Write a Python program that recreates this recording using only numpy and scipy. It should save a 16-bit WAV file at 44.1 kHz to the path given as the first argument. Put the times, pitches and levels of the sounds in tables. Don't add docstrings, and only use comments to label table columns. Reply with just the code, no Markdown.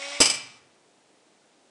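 import sys
import numpy as np
from scipy import signal
from scipy.fft import rfft, irfft, next_fast_len
from scipy.io import wavfile

SR = 44100
rng = np.random.default_rng(int(sys.argv[2]) if len(sys.argv) > 2 else 0)


def file_out(sig):
    cols = np.atleast_2d(sig).T
    lim = np.clip(cols, -1, 1)
    pcm = np.round(lim * 32767).astype(np.int16)
    wavfile.write(sys.argv[1], SR, pcm)


N = 74970
POP_S = .2028

# time_s, speed_hz
SHAFT_SPEED = [(0, 277.2), (.05, 279.9), (.11, 284.6), (.18, 287.1), (.25, 308.5), (.34, 299.2),
               (.58, 291.3), (.7, 272)]
# time_s, level_db
DRIVE_LEVEL = [(0, -37), (.15, -36), (.2, -40.5), (.3, -36), (.45, -52), (.58, -57.5), (.66, -108),
               (.8, -120)]
# shaft_multiple, level_db
HUM_ORDERS = [(1, -19), (2, -5), (3, -18.5), (4, -12.5), (5, -16.5), (7, -14), (8, -8.5), (9, -10),
              (10, -11.5), (11, -13.5), (14, -16.5), (20, -19.5)]
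# frequency_hz, level_db
GEAR_SPECTRUM = [(60, -54.5), (150, -30), (350, -20.5), (700, -2.5), (1100, -7), (1600, -6), (2250, -4),
                 (2800, -4), (3500, 1), (4000, -2.5), (4400, -4.5), (5500, -0.5), (6600, -8.5), (8000, -6),
                 (9800, -17), (10800, -53)]
# centre_s, level_db
GRIND_SURGES = [(.028, -36.5), (.058, -39), (.135, -39.5), (.168, -38)]


def motor():
    wheel_order, wheel_db = 2.76, -16
    release_db_per_s, surge_width_s = 45, .0091
    shaft_angle = 2 * np.pi * np.cumsum(curve(SHAFT_SPEED) * (1 + .002 * wobble(120))) / SR
    hum = np.zeros(N)
    for order, db in [*HUM_ORDERS, (wheel_order, wheel_db)]:
        hum += amp(db + .61 * wobble(25)) * np.sin(order * shaft_angle + rng.uniform(0, 2 * np.pi))
    hum *= amp(-release_db_per_s * since(POP_S))
    roughness = amp(1.4 * np.tanh(wobble(350)))
    teeth = unit(np.exp(.27 * np.cos(shaft_angle)) * roughness)
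    gears = teeth * noise(lambda f: amp(along(GEAR_SPECTRUM, f)))
    surges = sum(amp(db) * np.exp(-.5 * ((since(0) - s) / surge_width_s) ** 2) for s, db in GRIND_SURGES)
    grind = surges * teeth * noise(lambda f: resonance(f, hz=2180, width=420) ** 2)
    return amp(curve(DRIVE_LEVEL)) * (hum + amp(-2) * gears) + grind


# pitch_hz, level_db, t60_s
POP_KNOCK = [(276, -5, .09), (355, -3, 0.017), (467, -1.5, .065), (609, -3, 0.052), (896, -17, 0.3)]


def lid_pop():
    t = since(POP_S)
    knock = sum(amp(db) * struck(POP_S, .0018, t60) * np.sin(2 * np.pi * hz * t)
                for hz, db, t60 in POP_KNOCK)
    jar = struck(POP_S, attack=.00033, t60=.069) * noise(lambda f: resonance(f, hz=396, width=330) ** 3)
    push_s = .003
    push = t / push_s * (2 - t / push_s) * np.exp(-t / push_s)
    boom = struck(POP_S, attack=.004, t60=.9) * noise(lambda f: resonance(f, hz=117.3, width=93) ** 3)
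    return amp(-15) * knock + amp(-17) * jar + amp(-26) * push + amp(-48) * boom


# centre_hz, width_hz, level_db
CLACK_BANDS = [(2333, 130, -2), (2950, 260, -3.5), (4907, 260, 2.5), (5464, 550, -5), (6194, 200, -4),
               (7860, 400, -1.5), (8394, 150, -4.5), (9960, 330, -9)]
# frequency_hz, level_db
HOUSING_SPECTRUM = [(50, -56.5), (150, -23), (300, -14), (700, -11.5), (1200, -10), (1600, -16),
                    (2500, -11), (4000, -12.5), (9000, -14), (12000, -23.5)]


def clack_colour(f):
    bands = sum((amp(db) * resonance(f, hz, 2 * width) ** 2) ** 2 for hz, width, db in CLACK_BANDS)
    return np.sqrt(amp(along(HOUSING_SPECTRUM, f)) ** 2 + bands)


# start_s, level_db
JAW_STRIKES = [(0.2016, -21), (0.2032, -9), (.2122, -10.5), (0.2213, -15.5), (.242, -24.5), (.2545, -14.5),
               (.27, -25.5), (.2905, -27), (0.2986, -19.5), (.3125, -37.5), (.3382, -27.5), (.353, -35)]
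# pitch_hz, level_db, t60_s
RING_MODES = [(1997, -9, .62), (2350, 2, .56), (2580, -6, .42), (2844, -3, .28), (2940, 1, .28),
              (3008, -2, .47), (3085, -6, .48), (4248, -5, .58), (4738, 0, .18), (4870, 0, .2),
              (4986, 0, .22), (5098, -6, .4), (6067, -7, .48), (7935, 0, .18)]


def jaw_chatter():
    attack_s, ring_db, waver_rad = .00082, -23, .4
    chatter = np.zeros(N)
    for start, strike_db in JAW_STRIKES:
        clack = struck(start, attack_s, t60=.11) * noise(clack_colour)
        ring = np.zeros(N)
        for hz, db, t60 in RING_MODES:
            phase = rng.uniform(0, 2 * np.pi) + waver_rad * wobble(90)
            ring += amp(db) * struck(start, attack_s, t60) * np.sin(2 * np.pi * hz * since(start) + phase)
        chatter += amp(strike_db) * (clack + amp(ring_db) * ring)
    return chatter


# frequency_hz, t60_s
ROOM_DECAY = [(100, 1.1), (400, 0.32), (1200, 0.81), (3000, .55), (6000, .46), (10000, 0.36)]


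def in_room(x, wet_db):
    build_s, lowest_hz = .016, 86.16
    hz, t, bands = signal.stft(rng.standard_normal(SR), SR, nperseg=256)
    decay = np.exp(-np.log(1000) * t / along(ROOM_DECAY, hz)[:, None])
    tail = signal.istft(bands * decay, SR, nperseg=256)[1]
    tail *= 1 - np.exp(-np.arange(len(tail)) / SR / build_s)
    wet = signal.fftconvolve(x, tail / np.linalg.norm(tail))[:N]
    return x + amp(wet_db) * filtered(wet, lambda f: 1 - 1 / (1 + (f / lowest_hz) ** 10))


# frequency_hz, level_db
HISS_SPECTRUM = [(18, -55), (30, -23), (81, -24.5), (114, -13), (146, -10), (309, -1), (673, -4), (838, -5),
                 (1090, -10.5), (8230, -17), (10000, -21.5), (13000, -58), (22000, -120)]
TREBLE_EDGE_HZ = 10600


def room_hiss():
    return amp(-62) * noise(lambda f: amp(along(HISS_SPECTRUM, f)) * below(f, TREBLE_EDGE_HZ))


def amp(db):
    return 10 ** (np.asarray(db) / 20)


def unit(x):
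    return x / np.sqrt(np.mean(x ** 2) + 1e-20)


def along(points, hz):
    f, v = np.transpose(points)
    return np.interp(np.log(hz + 1), np.log(f + 1), v)


def since(s):
    return np.maximum(np.arange(N) / SR - s, 0)


def curve(rows):
    return np.interp(since(0), *np.transpose(rows))


def wobble(rate):
    knots = rng.standard_normal(size=2048)
    return np.interp(since(0) * rate, np.arange(len(knots)), knots)


def filtered(x, response):
    size = next_fast_len(N + SR // 2)
    return irfft(rfft(x, size) * response(np.fft.rfftfreq(size, 1 / SR)), size)[:N]


def noise(response):
    return unit(filtered(rng.standard_normal(N), response))


def resonance(f, hz, width):
    return f * width / np.hypot(hz * hz - f * f, f * width)


def below(f, hz):
    return 1 / np.sqrt(1 + (f / hz) ** 160)


def struck(s, attack, t60):
    t = since(s)
    return (1 - np.exp(-t / attack)) * np.exp(-np.log(1000) * t / t60)


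def scene():
    drive = in_room(motor(), wet_db=-11.5)
    pop = in_room(lid_pop(), wet_db=-16)
    chatter = in_room(jaw_chatter(), wet_db=-13.5)
    return (drive + pop + chatter + room_hiss())[None]


def record(dry):
    ceiling, shelf_db, top_hz = .6, -10.5, 12400
    rounded = dry[0] / (1 + np.abs(dry[0] / ceiling) ** 6) ** (1 / 6)
    treble_loss = lambda f: np.maximum(below(f, TREBLE_EDGE_HZ), amp(shelf_db)) * below(f, top_hz)
    return filtered(rounded, treble_loss)[None]


dry = scene()
out = record(dry)
file_out(out)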